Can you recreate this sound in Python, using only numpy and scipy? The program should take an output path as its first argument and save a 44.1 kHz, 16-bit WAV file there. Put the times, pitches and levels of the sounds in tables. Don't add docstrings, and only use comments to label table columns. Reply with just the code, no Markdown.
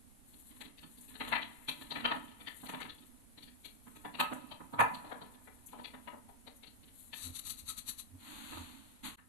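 import sys
import numpy as np
from scipy import signal
from scipy.fft import rfft, irfft, next_fast_len
from scipy.io import wavfile
from scipy.ndimage import uniform_filter1d

SR = 44100
rng = np.random.default_rng(int(sys.argv[2]) if len(sys.argv) > 2 else 0)


def digitize_waveform(pressure):
    field = np.atleast_2d(pressure).T
    bounded = np.clip(field, -1, 1)
    quanta = np.round(bounded * 32767).astype(np.int16)
    wavfile.write(sys.argv[1], SR, quanta)


N = 409644
TIME = np.arange(N) / SR

# freq_hz, level_db
FLOOR_SPECTRUM = [(25, -2), (100, -2), (150, -14), (250, 1), (330, -13), (410, -19), (900, -19.5),
                  (1100, -22.5), (4400, -29.5), (5200, -32), (7000, -27), (11500, -19.5), (13000, -34)]
# freq_hz, side_db
FLOOR_BALANCE = [(30, -4.5), (70, -8.5), (130, 2.5), (250, -12.5), (400, -2.5), (1000, -4.5), (4000, -1),
                 (9000, -1.5), (12000, 2)]
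# centre_s, half_length_s, fizz_db, crumbs_db
NUT_PINCHES = [(0.436, 0.12, -56, -66.5), (1.14, 0.24, -54.5, -51), (1.9, 0.28, -56.5, -54),
               (2.64, 0.18, -55, -55), (4.15, 0.46, -62.5, -68.5), (4.95, 0.21, -63, -63.5),
               (5.68, 0.5, -65.5, -73.5), (7.013, 0.068, -51.5, -90)]
# freq_hz, level_db
FINGER_SPECTRUM = [(300, -24.5), (1000, -21.5), (2500, -16), (4200, -5), (5500, -31.5), (6800, -3.5),
                   (9000, 2.5), (12000, 0.5)]
# freq_hz, level_db
CRUMB_SPECTRUM = [(100, 2), (400, -2.5), (900, -5.5), (2000, -5), (4000, -2.5), (5500, -30), (7000, -21.5),
                  (12000, -24.5)]
# time_s, click_db, pitch_hz, knock_db, pan (positive = left); the rows at 8.529 and 8.578 s are
PIECES = [(.616, -48.5, 3400, -57.5, 11.5), (.658, -55, 4200, -66, 5.5), (.788, -55, 4400, -75, 17),
          (.838, -56, 3200, -61, 3.5), (1.16, -54, 2800, -62, 22), (1.214, -39, 2000, -43.5, 4),
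          (1.286, -46.5, 2700, -50, 6), (1.331, -30.5, 1900, -34.5, 9.5), (1.359, -34.5, 2120, -40.5, 9),
          (1.428, -41, 3380, -73, -2.5), (1.692, -33, 3870, -46.5, 0), (1.82, -51.5, 3500, -56.5, 5.5),
          (1.917, -39, 4100, -46, 8), (1.965, -40, 2000, -47, 11), (2.006, -48, 2800, -55, 4),
          (2.056, -28.5, 2380, -36, 5), (2.119, -36.5, 1850, -35.5, 3.5), (2.167, -58, 4000, -51.5, -1),
          (2.412, -54.5, 3100, -62.5, 10), (2.478, -42, 3100, -55, 11), (2.64, -66, 3000, -52.5, 3),
          (2.666, -52, 4100, -58, 17), (2.697, -46.5, 2550, -47.5, 5), (2.745, -47, 2300, -44, 6),
          (2.811, -46, 1600, -54, 8), (2.824, -45, 3100, -54, 17), (2.859, -53.5, 1650, -59.5, 8),
          (2.901, -47, 3750, -75, 6), (3.384, -55.5, 3460, -65.5, 11), (3.434, -53.5, 4400, -74, 6),
          (3.485, -59.5, 3350, -75, 13), (3.656, -48.5, 4300, -65.5, 15), (3.878, -62.5, 1500, -61.5, 3),
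          (3.965, -59.5, 2500, -64.5, 4), (4.057, -51, 2200, -44, 5), (4.15, -48, 2700, -53.5, 8),
          (4.206, -28.5, 2500, -31, 0.5), (4.326, -51, 2500, -38.5, -3.5), (4.521, -48, 4000, -50, 9.5),
          (4.612, -65, 1400, -52, -1), (4.741, -58, 3500, -42.5, 0), (4.799, -29.5, 1280, -29.5, -3),
          (4.812, -30.5, 1650, -24, 2.5), (4.949, -48, 4120, -63, 5), (5.049, -74, 2000, -51, 14.5),
          (5.122, -53.5, 2400, -40.5, 17), (5.221, -56, 4400, -51, 9.5), (5.481, -58.5, 1400, -60, 32),
          (5.738, -65, 2400, -48.5, 17.5), (5.795, -62.5, 2800, -50.5, 13), (5.853, -44.5, 3480, -59, 11.5),
          (5.946, -56.5, 1800, -52, 12), (6.082, -50.5, 1900, -47.5, 19), (6.14, -73, 2000, -51, 10.5),
          (6.294, -73, 3000, -57.5, 31), (6.479, -53.5, 3750, -54.5, 21), (6.64, -54.5, 4000, -65, 21),
          (6.677, -57, 4400, -84.5, 10), (6.84, -65, 3880, -81, 10), (6.885, -65.5, 3500, -90, 13),
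          (7.138, -44.5, 3000, -59, 15), (8.529, -53, 2600, -51.5, 1), (8.578, -52, 4300, -50, -5.5),
          (9.19, -55.5, 1500, -70, 6)]
# time_s, level_db
NUT_SNAPS = [(.616, -56), (1.017, -55), (1.286, -53.5), (1.694, -45.5), (2.696, -53.5), (2.811, -56.5),
             (3.434, -63), (3.656, -55.5), (3.964, -59), (4.207, -42), (4.34, -52), (4.806, -41.5),
             (4.949, -59), (5.67, -51.5), (6.57, -61.5)]
# freq_hz, resonance_db, t60_s
BOARD_MODES = [(247, 5.5, 0.14), (298.6, 5, 0.23), (603, -2.5, 0.15), (690, 0.5, 0.2), (779, -9, 0.29),
               (954, 0, 0.17), (986, 7.5, 0.22), (1088, -10, 0.79), (1157, -5, 0.33), (1270, 10, 0.13),
               (1360, -19, .25), (1624, -10, 0.45), (1620, -1, 0.25), (1750, 7.5, 0.057),
               (1833, -2.5, 0.032), (1995, 3.5, 0.16), (2670, -6.5, 0.36)]
# centre_s, level_db, pitch_hz, half_length_s
COUNTER_BUMPS = [(4.82, -47, 103, .04), (7.288, -45.5, 88, .04), (7.63, -60, 75, .028),
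                 (8.145, -52.5, 91, .036), (8.6, -53, 85, .05)]
# centre_s, level_db, half_length_s
RUB_STROKES = [(7.174, -51.5, 0.023), (7.246, -45.5, 0.032), (7.364, -45.5, 0.016), (7.395, -43, 0.0055),
               (7.471, -45, 0.016), (7.506, -42, 0.015), (7.594, -51.5, 0.016), (7.698, -40.5, 0.015),
               (7.787, -43.5, 0.011), (7.893, -39.5, 0.013), (7.998, -45.5, 0.011)]
# freq_hz, level_db
RUB_SPECTRUM = [(200, -4.5), (700, -25), (1100, -7), (1290, -2), (1500, -11.5), (1800, -9.5), (2150, -10),
                (2600, -8), (3300, -7.5), (3950, 4), (4600, -0.5), (6500, -3.5), (9000, 1), (12000, -3)]
# start_s, rise_s, hold_s, level_db, release_db_per_s
WIPE_STROKES = [(8.171, 0.13, 0.29, -48.5, 51), (9.028, 0.024, 0.017, -40, 253)]
# freq_hz, level_db
WIPE_SPECTRUM = [(60, -2.5), (160, -5.5), (260, 7.5), (420, -7), (700, -3), (1200, 3.5), (2200, 0),
                 (4400, 2), (5400, -23), (6500, -4.5), (12000, -6.5)]
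# freq_hz, base_t60_s
KITCHEN_DECAY = [(150, 0.61), (500, 0.44), (1000, 0.36), (2000, 0.36), (4000, 0.24), (10000, 0.24)]
# freq_hz, left_db, right_db
PORT_RESPONSE = [(79.5, -1, 6.5), (160, -17.5, 5.5), (291, -13.5, 10), (352, -26, 2), (418, 0.5, -16),
                 (534.5, -3, -17), (734, -2, -11), (906, 3, 2.5), (1110, -10, -0.5), (1980, -1, -7.5),
                 (2990, -1, -4.5), (3890, 0.5, -7), (9530, -2.5, -4), (11500, 5.5, -9.5)]

THUD_HZ, KNOCK_HZ, CLICK_HZ, TICK_HZ = (130, 430), (500, 1400), (900, 4650), (6600, 12500)
FALL_S = .13


def amp(db):
    return 10 ** (np.asarray(db) / 20)


def unit_rms(x):
    return x / np.sqrt(np.mean(x ** 2) + 1e-20)


def log_interp(points, hz):
    freq_hz, value = np.transpose(points)
    return np.interp(np.log(hz + 1), np.log(freq_hz + 1), value)


def coloured(x, points):
    size = next_fast_len(N + 4096)
    gain = amp(log_interp(points, np.fft.rfftfreq(size, 1 / SR)))
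    return irfft(rfft(x, size) * gain, size)[..., :N]


def band(hz, low_hz, high_hz):
    return 1 / np.sqrt((1 + (low_hz / hz) ** 16) * (1 + (hz / high_hz) ** 16))


def panned(side_db):
    return unit_rms(amp([[side_db / 2], [-side_db / 2]]))


def add(mix, start_s, sound):
    part = mix[:, max(round(start_s * SR), 0):][:, :sound.shape[1]]
    part += sound[:, :part.shape[1]]


def swells(rows):
    return np.sqrt(sum(amp(2 * db) / np.cosh(np.clip(1.26 * (TIME - s) / half_s, -30, 30)) ** 2
                       for s, db, half_s in rows))


def grains(per_s, spread_db, size=N):
    hits = (rng.random(size) < per_s / SR) * amp(spread_db * np.minimum(rng.exponential(1, size), 4))
    return hits * rng.standard_normal((2, size))


def noise_floor(level_db=-62):
    noise = amp(level_db) * unit_rms(coloured(rng.standard_normal((2, N)), FLOOR_SPECTRUM))
    hz, side_db = np.transpose(FLOOR_BALANCE)
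    left_db = 10 * np.log10(2 / (1 + amp(-2 * side_db)))
    return np.array([coloured(x, np.c_[hz, db]) for x, db in zip(noise, (left_db, left_db - side_db))])


def fingers(resting_db=-67):
    drift = uniform_filter1d(uniform_filter1d(rng.standard_normal(N), 900), 700)
    clumps = amp(2.6 * unit_rms(drift))
    fizz = unit_rms(coloured(grains(per_s=8300, spread_db=0.3), FINGER_SPECTRUM))
    pinches = swells([(s, db, half_s) for s, half_s, db, _ in NUT_PINCHES])
    pressure = np.hypot(amp(resting_db), pinches)
    return amp(-1.5) * panned(5.5) * pressure * clumps * fizz


def crumbs(skitter_s=0.0087, pour_share=.42):
    t = np.arange(600) / SR
    skitter = rng.standard_normal((2, len(t))) * np.exp(-t / skitter_s)
    patter = signal.oaconvolve(grains(per_s=150, spread_db=1.5), skitter, axes=1)[:, :N]
    pour = swells([(s + FALL_S, db, pour_share * half_s) for s, half_s, _, db in NUT_PINCHES])
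    return panned(1.4) * pour * unit_rms(coloured(patter, CRUMB_SPECTRUM))


def slivers(scatter_s=.3, click_db=-66, knock_db=-80, spread_db=3, pitch_hz=3700, pan=6, count=32):
    when, strength, detune = rng.uniform(-1, 1, (count, 3)).T
    pinch_s = [s for s, _, _, crumbs_db in NUT_PINCHES if crumbs_db > -80]
    time_s = np.resize(pinch_s, count) + FALL_S + scatter_s * when
    offset_db = spread_db * strength
    hz = pitch_hz * 2 ** (.3 * detune)
    return np.c_[time_s, click_db + offset_db, hz, knock_db + offset_db, np.full(count, pan)]


def tumble(t, half_s, lean):
    return 1 / np.sqrt(1 + np.abs((t - lean * half_s) / half_s) ** 6)


def clatter(t, hz, shapes, energy_s=0.017, ripple_db=4.0, ripple_hz=260):
    contacts = grains(per_s=7500, spread_db=0.06, size=len(t)) * tumble(t, half_s=.0075, lean=0.13)
    ripple = np.interp(hz / ripple_hz, np.arange(len(t)), rng.standard_normal(len(t)))
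    ripple *= np.minimum(hz / 2500, 1)
    spectrum = rfft(contacts) * amp(ripple_db * ripple)
    parts = irfft(spectrum[:, None] * np.array(shapes), len(t))
    return parts * np.sqrt(energy_s * SR / (np.sum(parts ** 2, -1, keepdims=True) + 1e-20))


def ping(t, pitch_hz, t60_s=.02, energy_s=0.015):
    contacts = grains(per_s=4500, spread_db=2.5, size=len(t)) * tumble(t, half_s=0.0038, lean=0)
    age_s = t - t[0]
    mode = amp(-60 * age_s / t60_s) * np.sin(2 * np.pi * pitch_hz * age_s)
    ring = signal.fftconvolve(contacts, mode[None], axes=1)[:, :len(t)]
    return ring * np.sqrt(energy_s * SR / np.sum(ring ** 2, 1, keepdims=True))


def landings(db_per_pan=.69, octave_off_db=-7.5, ring_db=-8.5, size=4096):
    t, hz = (np.arange(size) - size // 4) / SR, np.fft.rfftfreq(size, 1 / SR) + 1
    out = np.zeros((2, N))
    for s, click_db, pitch_hz, knock_db, pan in [*PIECES, *slivers()]:
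        click = band(hz, *CLICK_HZ) * amp(octave_off_db * np.log2(hz / pitch_hz) ** 2)
        parts = clatter(t, hz, [band(hz, *THUD_HZ), band(hz, *KNOCK_HZ), click])
        thud_db = -34 + 0.42 * knock_db
        blow = amp([thud_db, knock_db, click_db]) @ parts
        ring = amp(click_db + ring_db) * ping(t, pitch_hz)
        add(out, s + t[0], panned(db_per_pan * pan) * (blow + ring))
    return out


def snaps(size=4096):
    t, hz = (np.arange(size) - size // 4) / SR, np.fft.rfftfreq(size, 1 / SR) + 1
    out = np.zeros((2, N))
    for s, db in NUT_SNAPS:
        tick = clatter(t, hz, [band(hz, *TICK_HZ)])[:, 0]
        add(out, s + t[0], panned(3.5) * amp(db) * tick)
    return out


def board(blows):
    t = np.arange(SR // 2) / SR
    ring = 0
    for hz, db, t60_s in BOARD_MODES:
        damping = np.log(1000) / t60_s
        ring += amp(db) * 2 * damping / SR * np.exp(-damping * t) * np.cos(2 * np.pi * hz * t)
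    return blows + amp(-3.0) * signal.fftconvolve(blows, ring[None], axes=1)[:, :N]


def bumps():
    push = 0
    for s, db, hz, half_s in COUNTER_BUMPS:
        low, high = np.sin(2 * np.pi * (np.outer([hz, 2.9 * hz], TIME) + rng.random((2, 1))))
        push += amp(db) * np.exp(-((TIME - s) / half_s) ** 2) * (low + amp(-6.0) * high)
    flutter = 1 + 0.56 * unit_rms(uniform_filter1d(rng.standard_normal((2, N)), 350))
    return amp(0.5) * panned(-1.7) * push * flutter


def rubs(squeak_s=7.703, squeak_hz=1300, squeak_db=-48, squeak_half_s=0.016):
    slips = grains(per_s=20000, spread_db=.6)
    rasp = amp(5.0) * panned(7.2) * swells(RUB_STROKES) * unit_rms(coloured(slips, RUB_SPECTRUM))
    pitch_hz = squeak_hz * (1 + 0.037 * unit_rms(uniform_filter1d(rng.standard_normal(N), 100)))
    envelope = np.exp(-((TIME - squeak_s) / squeak_half_s) ** 2)
    squeak = envelope * np.sin(2 * np.pi * np.cumsum(pitch_hz) / SR)
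    return rasp + amp(squeak_db) * panned(-3.0) * squeak


def wipe():
    speed = 0
    for s, rise_s, hold_s, db, release_db_per_s in WIPE_STROKES:
        rise = np.clip((TIME - s) / rise_s, 0, 1)
        speed += rise * amp(db - release_db_per_s * np.maximum(TIME - s - rise_s - hold_s, 0))
    friction = unit_rms(coloured(grains(per_s=14000, spread_db=1.0), WIPE_SPECTRUM))
    return amp(-0.5) * panned(0.85) * speed * friction


def kitchen(x, t60_scale, delay_s, moves_per_s=3.7, count=3):
    shape = (count, 2, SR)
    taps = rng.standard_normal(shape) * (rng.random(shape) < .1) * (np.arange(SR) > delay_s * SR)
    hz, t, spectra = signal.stft(taps, SR, nperseg=256)
    t60_s = t60_scale * log_interp(KITCHEN_DECAY, hz)[:, None]
    tails = signal.istft(spectra * amp(-60 * t / t60_s), SR, nperseg=256)[1]
    tails /= np.linalg.norm(tails, axis=-1, keepdims=True)
    shares = np.sqrt(2 / count) * np.cos(np.pi * (moves_per_s * TIME + np.arange(count)[:, None] / count))
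    return sum(signal.fftconvolve(x * share, tail, axes=1)[:, :N] for share, tail in zip(shares, tails))


def ports(x, notch_hz=5180, notch_half_width_hz=436, notch_db=-21):
    port_hz, *port_db = np.transpose(PORT_RESPONSE)
    x = np.array([coloured(side, np.c_[port_hz, db]) for side, db in zip(x, port_db)])
    hz = np.linspace(0, SR / 2, 400)
    return coloured(x, np.c_[hz, notch_db / (1 + np.abs((hz - notch_hz) / notch_half_width_hz) ** 6)])


def scene():
    nuts = board(landings() + snaps() + crumbs())
    hand = fingers() + rubs() + wipe()
    near = kitchen(amp(-7.0) * nuts + amp(-10.5) * hand, t60_scale=0.87, delay_s=.012)
    far = kitchen(amp(-21.5) * nuts, t60_scale=4.2, delay_s=0.03)
    return ports(nuts + hand + near + far) + bumps() + noise_floor()


def record(dry, cutoff_hz=12150):
    gain_db = np.interp(TIME, [9.155, 9.165, 9.175, 9.185, 9.29], [1, -37, -7, -5, -3])
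    lowpass = signal.firwin(511, cutoff_hz, window=("kaiser", 9), fs=SR)
    return signal.oaconvolve(dry * amp(gain_db), lowpass[None], "same")


dry = scene()
out = record(dry)
digitize_waveform(out)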